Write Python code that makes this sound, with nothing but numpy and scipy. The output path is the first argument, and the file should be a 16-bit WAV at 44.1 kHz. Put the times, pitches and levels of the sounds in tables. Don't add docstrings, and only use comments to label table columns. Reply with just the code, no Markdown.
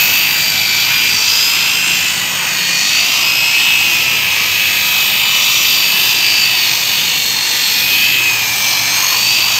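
import sys
import numpy as np
from scipy import signal
from scipy.fft import rfft, irfft, next_fast_len
from scipy.io import wavfile
from scipy.ndimage import uniform_filter1d

SR = 44100
rng = np.random.default_rng(int(sys.argv[2]) if len(sys.argv) > 2 else 0)


def decibels_to_gain(level_db):
    exponent = np.asarray(level_db, float) / 20
    return 10 ** exponent


def master_out(mix):
    frames = np.transpose(np.atleast_2d(mix))
    ceiling = np.clip(frames, -1, 1)
    pcm = np.round(ceiling * 32767).astype(np.int16)
    wavfile.write(sys.argv[1], SR, pcm)


N = 422919

PINION, LAY_WHEEL, LAY_PINION, SPINDLE_WHEEL, SLOTS = 11, 45, 19, 41, 12
FLUX_HZ = 99.6
CASING, HEAD, VENTS_SIDE, PRESSURE = range(4)
STEP = 40


def mesh_rate(inertia_s=0.094):
    # time in seconds, mesh rate in Hz.
    load_curve = [(0.0, 2260), (0.2, 2334), (1.27, 2430), (1.46, 2504), (1.87, 2475), (2.64, 2218),
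                  (2.91, 2273), (3.17, 2520), (3.73, 2596), (4.29, 2327), (6.49, 2344), (6.61, 2237),
                  (7.68, 2160), (8.21, 2357), (8.5, 2156), (8.91, 2114), (9.38, 2361), (9.59, 2258)]
    # centre in seconds, length in seconds, change in Hz.
    dabs = [(0.699, 0.61, -59), (1.121, 0.37, -46), (2.189, 0.58, -35), (3.18, 0.22, -29),
            (4.173, 0.34, 27), (4.601, 0.41, -44), (5.321, 0.45, 44), (5.72, 0.74, 50), (5.849, 0.35, -58),
            (6.099, 0.26, 52), (6.979, 0.46, 30), (7.27, 0.68, -35), (7.91, 0.33, -39), (9.133, 0.41, -29)]
    rate_hz = in_time(load_curve)[0] + sum(swell(*dab) for dab in dabs)
    return fine(uniform_filter1d(rate_hz, int(inertia_s * SR / STEP)))


def gears(mesh):
    # turns of the shaft, level below in dB, level above in dB.
    lay_sides = [(1, -8, -6), (2, -10, -11.5), (3, -19.5, -7), (4, -14.5, -26.5)]
    # mesh multiple, level one rotor turn below in dB, level above in dB.
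    pinion_sides = [(1, -17, -30), (2, -10, -16), (3, -10, -17)]
    runout_shares = [0.28, 0.65, 0.67]
    # multiple, level re -36 dB rms in dB.
    second_orders = [(1, -16), (2, -5.5), (3, -0.5)]
    # start in seconds, end in seconds, multiple of mesh rate, level in dB rms.
    glimpsed = [(3.1, 5.6, 24 / 45, -40), (1.7, 3.0, 38 / 45, -35), (0, 2.0, 5, -44), (4.0, 6.5, 5, -45),
                (6.5, 7.1, 72 / 11, -33), (7.1, 8.0, 72 / 11, -42), (7.0, 7.8, 4, -45), (8.4, 9.3, 4, -43),
                (1.3, 2.1, 24 / 11, -35), (6.5, 7.1, 24 / 11, -35), (8.3, 9.2, 24 / 11, -34),
                (1.2, 2.3, 57 / 45, -30), (5.0, 8.0, 57 / 45, -31), (1.05, 1.3, 21 / 11, -23),
                (2.75, 3.0, 21 / 11, -28)]

    mesh_hz = np.gradient(mesh)[::STEP] * SR
    levels_db = [heard_db("mesh", mesh_hz), heard_db("mesh 2"), heard_db("mesh 3")]
    runout = sum(sidebands(j * mesh / LAY_WHEEL, lo, hi) for j, lo, hi in lay_sides)
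    out = 0
    for level_db, share, (k, below_db, above_db) in zip(levels_db, runout_shares, pinion_sides):
        pinion = sidebands(mesh / PINION, below_db, above_db)
        skirt = decibels_to_gain(-12) * fine(drift(190.0) + 1j * drift(150.0))
        out = out + tone(k * mesh, level_db) * ((1 + share * runout) * (1 + pinion) + skirt)

    second = mesh * LAY_PINION / LAY_WHEEL
    wobble = 1 + sidebands(second / SPINDLE_WHEEL, -6, -6)
    out = out + tone(4 * second, heard_db("second 4"))
    out = out + wobble * sum(tone(k * second, -36 + db, 2.5) for k, db in second_orders)
    out = out + sum(tone(k * mesh, db) * during(start, end) for start, end, k, db in glimpsed)
    return out.real


def motor(mesh):
    # multiple of rotor speed, level in dB re -5 dB rms.
    rotor_orders = [(13, -38.5), (14, -60), (15, -54.5), (60, -59), (66, -53)]
    rotor = mesh / PINION
    flux = FLUX_HZ * np.arange(N) / SR
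    slot = SLOTS * rotor
    slot_hz = np.gradient(slot)[::STEP] * SR
    out = tone(slot, heard_db("slot", slot_hz))
    out += tone(slot + flux, heard_db("upper", slot_hz + FLUX_HZ))
    out += tone(slot - flux, heard_db("lower", slot_hz - FLUX_HZ))
    out += sum(tone(k * rotor, db - 5, 2.6) for k, db in rotor_orders)
    return out.real


def hiss(mesh, patchy_db=1.54):
    # frequency in Hz, density in dB per Hz.
    colour = [(60, -69.5), (130, -59.5), (560, -66), (950, -58.5), (1400, -63), (2600, -50), (4100, -57),
              (4800, -55.5), (6800, -59.5), (8100, -65), (8900, -73.5), (10300, -77.5), (13700, -56.5),
              (15600, -67)]
    # frequency in Hz, width in
    # Hz, height in dB.
    housing = [(8410, 145, 10), (11140, 120, -7), (1020, 90, 0.5), (12500, 820, 3), (14900, 760, 1.5)]

    lay = mesh / LAY_WHEEL
    beat = 0.21 * np.cos(2 * np.pi * lay) + 0.21 * np.cos(8 * np.pi * lay + 1)
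    beat += 0.051 * np.cos(2 * np.pi * FLUX_HZ * np.arange(N) / SR)
    rattle = (1 + beat) * rng.standard_normal(N)
    rattle += 0.58 * every_turn(lay, size=850) + 0.38 * every_turn(mesh / PINION, size=210)

    size = next_fast_len(N)
    hz = np.maximum(np.arange(size // 2 + 1) * SR / size, 1)
    geared = (hz > 1200) & (hz < 11500)
    spectrum = np.where(geared, rfft(rattle, size), rfft(rng.standard_normal(N), size))
    colour_hz, density_db = np.transpose(colour)
    colour_db = np.interp(np.log(hz), np.log(colour_hz), density_db)
    colour_db += sum(db / (1 + (2 * (hz - f) / width) ** 2) for f, width, db in housing)
    spectrum *= decibels_to_gain(colour_db) * np.sqrt(SR / 2) * np.minimum(hz / 60, 1) ** 2

    low, mid, high, top = map(heard_db, ["growl", "rattle", "gear hiss", "air"])
    drum, panel, rub, squeak = map(heard_db, ["drum", "panel", "rub", "squeak"])
    steer_log_hz = np.log([500, 950, 1700, 2600, 3400, 4700, 6500, 8430, 10000, 13500])
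    steer_db = np.array([0 * low, drum, panel, low, mid, high, rub, squeak, 0.24 * mid, top])
    centres = np.log(np.sort(np.r_[np.geomspace(100, 16000, 22), 8100, 8430, 8750]))
    out = np.zeros(N)
    for k, centre in enumerate(centres):
        share = np.interp(np.log(hz), centres, np.arange(len(centres)) == k)
        band = irfft((spectrum * share).astype(np.complex64), size)[:N]
        place = np.interp(centre, steer_log_hz, np.arange(len(steer_log_hz)))
        below = min(int(place), len(steer_log_hz) - 2)
        band_db = steer_db[below] + (place - below) * (steer_db[below + 1] - steer_db[below])
        band_db = band_db + patchy_db * drift(1.84) + 0.77 * drift(5.1)
        out += band * fine(decibels_to_gain(band_db))
    return out


def every_turn(turns, size):
    pattern = signal.resample(rng.standard_normal(size), 8 * size)
    return np.interp(turns % 1 * len(pattern), np.arange(len(pattern)), pattern)


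def ringing():
    # start in
    # seconds, end in seconds, frequency in Hz, width in Hz, level in dB rms.
    modes = [(5, 7.2, 2960, 69, -25.5), (5, 7.2, 3560, 110, -26.5), (0, 1.22, 134, 110, -37.5),
             (7.9, 8.2, 3100, 100, -23), (1.4, 1.98, 4200, 45, -44), (3, 4.05, 11370, 48.6, -40),
             (12, 9.4, 13000, 51, -49), (1, 3.24, 9100, 210, -42), (8.9, 9.5, 1030, 170, -31),
             (5.95, 7.7, 8470, 39.4, -39), (8.5, 9.45, 8440, 40, -36.5), (-0.5, 2.61, 1500, 110, -33.5),
             (5.5, 5.7, 940, 23.6, -41.5)]
    out, shake = np.zeros(N), rng.standard_normal(N)
    for start, end, hz, width_hz, db in modes:
        r = np.exp(-np.pi * width_hz / SR)
        poles = [1, -2 * r * np.cos(2 * np.pi * hz / SR), r * r]
        rung = signal.lfilter([1, 0, -1], poles, shake)
        out += fine(decibels_to_gain(db + 2.5 * drift(8.0))) * during(start, end) * rung / rung.std()
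    return out


def reflections(x, count=4):
    tails = rng.standard_normal((count, 1200)) * np.exp(-np.arange(1200) / SR / .005)
    tails /= np.linalg.norm(tails, axis=1, keepdims=True)
    highs = signal.sosfilt(signal.butter(2, 1500, "high", fs=SR, output="sos"), x)
    echo = sum(fine(drift(1.2)) * signal.oaconvolve(highs, tail)[:N] for tail in tails)
    return x + decibels_to_gain(-12) * echo / np.sqrt(count)


def hums():
    # start in seconds, end in seconds, frequency in Hz, level in dB rms.
    engines = [(0, 2.6, 96, -47), (1.5, 2.9, 177.6, -40), (1.3, 2.8, 145.3, -46), (3.7, 5, 91.5, -44),
               (6, 6.9, 119, -44), (7.8, 9.9, 118.4, -40), (6.7, 7.8, 498, -46), (4.2, 4.9, 538, -48),
               (7.8, 8.4, 355, -47)]
    s = np.arange(N) / SR
    return sum(tone(hz * s, db, 1.3).real * during(start, end) for start, end, hz, db in engines)


def heard_db(voice, hz=None):
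    # time in seconds, motor casing facing in dB, gear head facing in dB,
    # vents facing in dB, pad pressure in dB.
    stance = [(0.0, 4.5, 0, 7, 4.2), (0.51, -3.5, 5, 0.5, -2.5), (1.37, -3, 5.5, -0.7, -0.7),
              (1.94, 4, -3, -6.5, 0.5), (2.3, -9, -13, -5.5, 0), (2.9, 1.8, 0.5, -1, -1),
              (3.14, 3.2, -0.5, -1.5, 3), (3.71, 6.5, 4, -0.3, 2), (4.28, 5, -10, -1.3, -0.5),
              (4.87, 5, -6.5, 4.5, 0), (5.85, 1.5, 6.5, 2.5, -0.5), (6.0, 3, 2, 4.5, -1.5),
              (6.52, 2.2, 3.5, 0.5, 1.5), (7.48, -5, 1.5, -0.7, -1.8), (7.92, 6, 3.5, 2.5, -3),
              (8.35, 0.5, -10.5, -1.7, 3.5), (9.19, 1.6, 9, -0.5, 1), (9.59, 1, 6, 0.5, 4.5)]
    voices = {"mesh": (-22.5, CASING, 1.14), "slot": (-21, CASING, 0.79), "upper": (-24.5, CASING, 1.5),
              "lower": (-26, CASING, 0.33), "mesh 2": (-25, HEAD, 0.59), "mesh 3": (-33.5, HEAD, 0.11),
              "second 4": (-43.5, HEAD, 0.96), "drum": (0.64, PRESSURE, .99),
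              "panel": (-0.39, PRESSURE, -0.11), "growl": (-1.75, CASING, 0.38),
              "rattle": (2.23, VENTS_SIDE, 0.62), "gear hiss": (-1.04, HEAD, 0.22),
              "rub": (0.33, PRESSURE, 0.019), "squeak": (-0.84, PRESSURE, 0.098),
              "air": (-1.3, VENTS_SIDE, 1.14)}
    glints = {"mesh": [(.76, 1.8, 12.5), (1.02, .45, 6), (6.03, .44, -5), (7.95, 0.85, -8)],
              "slot": [(1.56, 1, 4), (2.7, .88, 8.5), (3.8, 2, -1.5), (6.01, 2.3, -4.5), (8.59, 1.75, 7.5)],
              "upper": [(4.25, 0.97, -18), (5.02, 1.16, -9.7)], "lower": [(.51, 1.4, 5), (2.95, 0.64, -9.9),
              (8.19, 0.61, 6)], "mesh 2": [(1.47, 0.5, 4.5), (2.72, .9, 5.5), (3.8, 0.73, -6),
              (6.3, 0.85, 3), (7.35, 1.05, 2.5), (8.12, 0.53, 2)], "mesh 3": [(1.07, .73, -16.5),
              (2.1, 2.6, 6), (3.07, 0.55, -11), (4.2, 0.97, -13), (8.99, .63, 8)],
              "second 4": [(7.46, 1.5, 13)], "rattle": [(1.85, 1.1, 8)], "gear hiss": [(.23, 1.02, -5),
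              (3.07, .69, 3.5), (7.49, 2.06, -3)]}
    casing_hz, casing_width_hz, casing_steep = 2615, 181, 0.84
    mean_db, part, share = voices[voice]
    db = mean_db + share * in_time(stance)[part]
    db = db + sum(swell(*glint) for glint in glints.get(voice, []))
    if hz is not None:
        db = db - casing_steep * 10 * np.log10(1 + (2 * (hz - casing_hz) / casing_width_hz) ** 2)
    return db


def tone(turns, level_db, flicker_db=1.5):
    level = np.sqrt(2) * fine(decibels_to_gain(level_db + flicker_db * drift(6.4))).astype(np.float32)
    return level * spin(turns + rng.random())


def sidebands(turns, below_db, above_db, wander_rad=0.96):
    def side(db):
        return fine(decibels_to_gain(db + 2.6 * drift(3.3)) * np.exp(1j * wander_rad * drift(4.0)))

    below, above = side(below_db), side(above_db)
    turning = spin(turns)
    return (below * turning.conj() + above * turning).astype(np.complex64)


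def spin(turns):
    angle = (2 * np.pi * (turns % 1)).astype(np.float32)
    return np.cos(angle) + 1j * np.sin(angle)


def during(start, end):
    s = np.arange(N) / SR
    return np.clip(np.minimum(s - start, end - s) / .15 + .5, 0, 1)


def swell(at_s, length_s, height):
    s = np.arange(0, N, STEP) / SR
    return height * np.cos(np.pi * np.clip((s - at_s) / length_s, -.5, .5)) ** 2


def in_time(rows):
    s, *columns = np.transpose(rows)
    return [np.interp(np.arange(0, N, STEP) / SR, s, c) for c in columns]


def drift(rate_hz):
    r = np.exp(-2 * np.pi * STEP * rate_hz / SR)
    slow = signal.lfilter([1], [1, -2 * r, r * r], rng.standard_normal(N // STEP + 2001))[2000:]
    return slow / slow.std()


def fine(control):
    return np.interp(np.arange(N) / STEP, np.arange(len(control)), control)


def scene():
    mesh = np.cumsum(mesh_rate()) / SR + 500 * rng.random()
    return (gears(mesh) + motor(mesh) + reflections(hiss(mesh)) + ringing() + hums())[None]


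def roll_off(x):
    return signal.sosfilt(signal.butter(12, 15940, fs=SR, output="sos"), x)


def record(dry):
    over = np.maximum(np.abs(dry) - .55, 0)
    held = dry - np.sign(dry) * (over - .25 * np.tanh(over / .25))
    top_cut = signal.ellip(12, .5, 60, 15720, fs=SR, output="sos")
    return roll_off(signal.sosfilt(top_cut, held))


dry = scene()
out = record(dry)
master_out(out)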